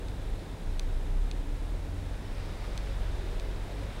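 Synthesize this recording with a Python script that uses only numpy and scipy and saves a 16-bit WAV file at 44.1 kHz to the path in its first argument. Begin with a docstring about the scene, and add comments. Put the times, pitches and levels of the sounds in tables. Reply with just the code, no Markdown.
"""Diesel bus on a railway crossing

A bus pulls slowly over the rails in town, heard from down the track. Its exhaust throbs at the
crank and firing rates, falls at a gear change and climbs again. Engine roar and tyre hiss open up
as it comes into the clear, with spells of airy hiss, faint wheel knocks and brief groans.
Behind it lie street wash, rumble, a drone, a hum and a far engine; a few dry ticks sound close by."""
import sys
import numpy as np
from scipy import signal
from scipy.fft import rfft, irfft
from scipy.io import wavfile

SR = 44100
rng = np.random.default_rng(int(sys.argv[2]) if len(sys.argv) > 2 else 0)


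def generate_wav(sig):
    """Save sig (samples, or channels by samples) to the path in sys.argv[1] as 16-bit PCM at SR."""
    pcm = np.round(np.clip(np.atleast_2d(sig).T, -1, 1) * 32767).astype(np.int16)
    wavfile.write(sys.argv[1], SR, pcm)


N = 176400
T = np.arange(N) / SR
HZ = np.fft.rfftfreq(N, 1 / SR)


def amp(db):
    """Decibels to gain."""
    return 10 ** (np.asarray(db) / 20)


def curve(points):
    """Straight lines through (s, value) points."""
    return np.interp(T, *np.transpose(points))


def noise(gain):
    """Unit-rms noise shaped by a gain per frequency."""
    x = irfft(rfft(rng.standard_normal(N)) * gain, N)
    return x / np.sqrt(np.mean(x ** 2) + 1e-30)


def coloured(points):
    """Noise with a spectrum of (Hz, relative dB) points."""
    hz, db = np.transpose(points)
    return noise(amp(np.interp(np.log(HZ + 1), np.log(hz + 1), db)))


def band(hz, width_hz):
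    """Noise in one resonance."""
    return noise(1 / (1 + ((HZ - hz) / width_hz * 1.12) ** 2))


def wander(rate_hz):
    """Unit-rms random drift up to about rate_hz."""
    return noise(np.exp(-(HZ / rate_hz) ** 2) * (HZ > 0))


def tone(phase_rad):
    """Unit-rms sine with a random start phase."""
    return np.sqrt(2) * np.cos(phase_rad + 2 * np.pi * rng.random())


def unsteady_phase(hz, jitter, rate_hz):
    """Phase in radians; the frequency wanders by the rms fraction jitter."""
    return 2 * np.pi * np.cumsum(hz * (1 + jitter * wander(rate_hz))) / SR


def swell(start_s, length_s, edge_s):
    """Envelope: ease in, hold, ease out."""
    inside_s = np.minimum(T - start_s, start_s + length_s - T)
    return np.sin(np.pi / 2 * np.clip(inside_s / edge_s, 0, 1)) ** 2


def engine_orders(crank_rad, table):
    """Tones at multiples of the crank rate, each wavering in level."""
    waver_db = 3.5
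    return sum(amp(db + waver_db * wander(rate_hz=3.5)) * tone(order * crank_rad) for order, db in table)


def exhaust(crank_rad):
    """Throb at the crank rate, firing note at twice that, and weaker orders."""
    # Each row: time in seconds, level in dB.
    throb_db = [(0, -41), (.2, -40.5), (.35, -40), (.43, -50), (.6, -55), (.66, -29.5), (.75, -30),
                (.9, -30), (1.0, -31), (1.08, -29.5), (1.18, -27), (1.32, -33), (1.4, -33), (1.47, -40),
                (1.62, -34.5), (1.85, -39), (2.35, -43.5), (2.65, -37.5), (3.05, -34.5), (3.42, -42.5),
                (3.52, -35), (3.7, -42.5), (3.86, -35), (3.93, -50), (4, -52)]
    # Each row: time in seconds, level in dB.
    firing_db = [(0, -43), (.35, -48), (.6, -49.5), (.72, -42.5), (1.5, -45), (1.7, -42.5), (2.06, -41),
                 (2.2, -48), (2.38, -43), (2.85, -47.5), (3.1, -41), (3.4, -48.5), (3.85, -41.5),
                 (4, -48.5)]
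    # Each row: multiple of the crank rate, level in dB re the firing note.
    overtones = [(1.5, -6.5), (3, -17), (4, -25)]
    firing_waver_db, throb_waver_db = 1.5, 0.7
    firing = amp(firing_waver_db * wander(rate_hz=10.7)) * tone(2 * crank_rad)
    firing += engine_orders(crank_rad, overtones)
    throb = amp(throb_waver_db * wander(rate_hz=14.5)) * tone(crank_rad)
    return amp(curve(throb_db)) * throb + amp(curve(firing_db)) * firing


def engine_roar(crank_rad):
    """Noise and growling orders that swell as the bus comes into the open."""
    # Each row: frequency in Hz, relative density in dB.
    spectrum = [(150, -29), (340, 1.5), (520, 0.5), (720, -1.5), (1100, -9), (2000, -11.5), (3700, -13),
                (6000, -24), (15000, -35)]
    # Each row: time in seconds, level in dB.
    level_db = [(0, -59), (2, -61), (2.7, -53.5), (3.3, -51.5), (3.6, -52.5), (4, -52.5)]
    # Each row: multiple of the crank rate, level in dB re the noise.
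    growl = [(3.1, -10), (7.5, -13.5), (9, -10), (10.5, -9), (11.5, -14), (14.5, -10)]
    return amp(curve(level_db)) * (coloured(spectrum) + engine_orders(crank_rad, growl))


def tyre_hiss():
    """Hiss of tyres and air under the bus."""
    # Each row: frequency in Hz, relative density in dB.
    spectrum = [(400, -9), (1000, 3), (1600, 2.5), (2400, 1), (3700, -9), (5200, -6.5), (6500, -16.5),
                (10000, -20), (15000, -54)]
    # Each row: time in seconds, level in dB.
    level_db = [(0, -62.5), (1.95, -60), (2.2, -57.5), (2.4, -53.5), (2.85, -54.5), (3.05, -55), (3.6, -57),
                (4, -53.5)]
    return amp(curve(level_db)) * coloured(spectrum)


def sizzle():
    """Thin metallic sizzle that comes and goes."""
    # Each row: time in seconds, level in dB.
    level_db = [(0, -68), (.42, -66), (.62, -66), (1.6, -80), (1.7, -61), (1.86, -81), (2.1, -67.5),
                (3.3, -63), (3.7, -69), (3.96, -62)]
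    waver_db = 2
    return amp(curve(level_db) + waver_db * wander(rate_hz=52)) * band(hz=3670, width_hz=420)


def streets():
    """Near-steady street wash over road rumble."""
    # Each row: frequency in Hz, relative density in dB.
    wash_spectrum = [(65, -7), (110, 2), (177, -1), (215, -4), (337, -6), (424, -5.5), (490, -8),
                     (544, -7.5), (698, -12), (790, -11.5), (950, -13.5), (1120, -19.5), (1630, -19),
                     (3050, -26), (3750, -23.5), (4500, -30), (5400, -30.5), (5920, -32), (8600, -32),
                     (9600, -33.5), (12000, -38.5), (15700, -44)]
    # Each row: frequency in Hz, relative density in dB.
    rumble_spectrum = [(8, -14), (20, 18.5), (50, 18.5), (70, -8), (110, -29), (160, 0), (600, -90)]
    wash_db, waver_db, rumble_db = -45, 0.2, -40
    wash = amp(wash_db + waver_db * wander(rate_hz=20)) * coloured(wash_spectrum)
    return wash + amp(rumble_db) * coloured(rumble_spectrum)


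def traffic_drone():
    """Low traffic tone, drifting in pitch."""
    # Each row: time in seconds, level in dB.
    level_db = [(0, -47), (.33, -31.5), (.43, -47.5), (.62, -47), (1.15, -46), (1.5, -44), (1.95, -40),
                (2.7, -39), (3.5, -40.5), (3.85, -46), (4, -57)]
    return amp(curve(level_db)) * tone(unsteady_phase(hz=30.3, jitter=0.031, rate_hz=2.1))


def far_engine():
    """A second engine that swells, then fades into the distance."""
    # Each row: time in seconds, level in dB.
    level_db = [(0, -53), (.5, -48), (.8, -43), (1.3, -46.5), (2, -62)]
    return amp(curve(level_db)) * band(hz=89.2, width_hz=13)


def hum():
    """Narrow-band hum that comes and goes."""
    # Each row: time in seconds, level in dB.
    level_db = [(0, -48), (.6, -58.5), (1.25, -56), (1.47, -53.5), (2.3, -58.5), (3.1, -63), (3.55, -61),
                (4, -57.5)]
    return amp(curve(level_db)) * band(hz=282.6, width_hz=11.8)


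def ticks():
    """Close dry ticks: fast-decaying modes, slightly smeared by an all-pass."""
    # Each row: start in seconds, peak in dB, treble tilt in dB per octave.
    events = [(0.0845, -36, -2), (0.7955, -24, 8.5), (1.3135, -28, 3), (2.7774, -27, 7.5),
              (3.398, -31.5, 3)]
    # Each row: frequency in Hz, relative level in dB, T60 in seconds.
    tick_modes = [(2540, -0.5, 0.015), (3580, 5.5, 0.004), (4170, 6.5, 0.0032), (6040, -4, 0.0065),
                  (7890, -14, 0.0067), (9350, -24, 0.0056), (12400, -26, .003), (14300, -28, .003)]
    rise_s, highpass_hz, smear_hz, smear_width_hz = 0.0001, 1880, 4760, 1200
    poles = signal.iirpeak(smear_hz, smear_hz / smear_width_hz, SR)[1]
    out, t = np.zeros(N), T[:SR // 100]
    for start_s, peak_db, tilt_db in events:
        ring = np.zeros(len(t))
        for hz, db, t60_s in tick_modes:
            decay = amp(db + tilt_db * np.log2(hz) - 60 * t / t60_s)
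            ring += decay * np.cos(2 * np.pi * hz * (t - rise_s / 2))
        ring *= np.minimum(t / rise_s, 1)
        ring = signal.lfilter(poles[::-1], poles, ring)  # all-pass
        ring = signal.lfilter(*signal.butter(2, highpass_hz, "high", fs=SR), ring)
        first = round(start_s * SR)
        out[first:first + len(t)] += amp(peak_db) * ring / abs(ring).max()
    return out


def air_hiss():
    """Short spells of thin, airy hiss."""
    # Each row: start in seconds, length in seconds, centre in Hz, level in dB.
    spells = [(.33, 0.16, 4100, -64.5), (2.294, 0.69, 4660, -65)]
    return sum(amp(db) * swell(start_s, length_s, edge_s=0.085) * band(hz, width_hz=950)
               for start_s, length_s, hz, db in spells)


def rail_knocks():
    """Faint dull knocks as the front wheels cross the rails."""
    # Each row: start in seconds, centre in Hz, level in dB.
    impacts = [(2.635, 1643, -51), (2.868, 1490, -48.5)]
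    t60_s = 0.24
    out = np.zeros(N)
    for start_s, hz, db in impacts:
        decay = amp(db - 60 * np.maximum(T - start_s, 0) / t60_s)
        out += decay * swell(start_s, length_s=1, edge_s=0.0048) * band(hz, width_hz=830)
    return out


def groans():
    """Brief unsteady tones as the bus labours over the rails."""
    # Each row: start in seconds, length in seconds, pitch in Hz, level in dB.
    events = [(2.66, 0.093, 355.5, -53), (2.77, 0.22, 545, -57.5), (3.12, 0.18, 362, -50.5),
              (3.2, 0.14, 403, -55), (3.348, 0.254, 360, -56.5), (3.6, 0.14, 695, -59),
              (3.714, 0.13, 284, -48.5), (3.774, 0.17, 545, -55)]
    out = np.zeros(N)
    for start_s, length_s, hz, db in events:
        phase_rad = unsteady_phase(hz, jitter=0.006, rate_hz=19)
        out += amp(db) * swell(start_s, length_s, edge_s=0.041) * tone(phase_rad)
    return out


def scene():
    """Bus, town and ticks in mono; one crank drives exhaust, growl and pulsing."""
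    # Each row: time in seconds, crank speed in turns per second.
    speed_hz = [(0, 43), (.2, 52), (.4, 51.4), (.6, 28.5), (.68, 30), (.85, 28.8), (1.14, 31.5), (1.32, 36),
                (1.7, 40.6), (1.97, 45.3), (2.42, 46), (2.75, 47.6), (3.01, 47.6), (3.31, 41.7), (3.71, 48),
                (4, 52)]
    crank_rad = unsteady_phase(curve(speed_hz), jitter=0.0195, rate_hz=16.35)
    pulse_depth, jolt_db = 0.1, 0.53
    firing_pulse = 1 + pulse_depth * np.cos(2 * crank_rad)
    bus = exhaust(crank_rad)
    roar_and_hiss = engine_roar(crank_rad) + tyre_hiss()
    bus += sizzle()
    jolts = amp(jolt_db * wander(rate_hz=28))  # bumpy crossing
    bus += firing_pulse * jolts * roar_and_hiss
    bus += groans() + rail_knocks() + air_hiss()
    town = streets() + traffic_drone() + far_engine() + hum()
    return (bus + town + ticks())[None]


def record(dry):
    """Adds a faint high whine, then a steep low-pass."""
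    whine_hz, whine_db, cutoff_hz = 15734, -88, 15850
    whine = amp(whine_db) * np.sqrt(2) * np.sin(2 * np.pi * whine_hz * T)
    lowpass = signal.firwin(511, cutoff_hz, window=("kaiser", 9), fs=SR)
    return signal.oaconvolve(dry + whine, lowpass[None], "same")


dry = scene()
out = record(dry)
generate_wav(out)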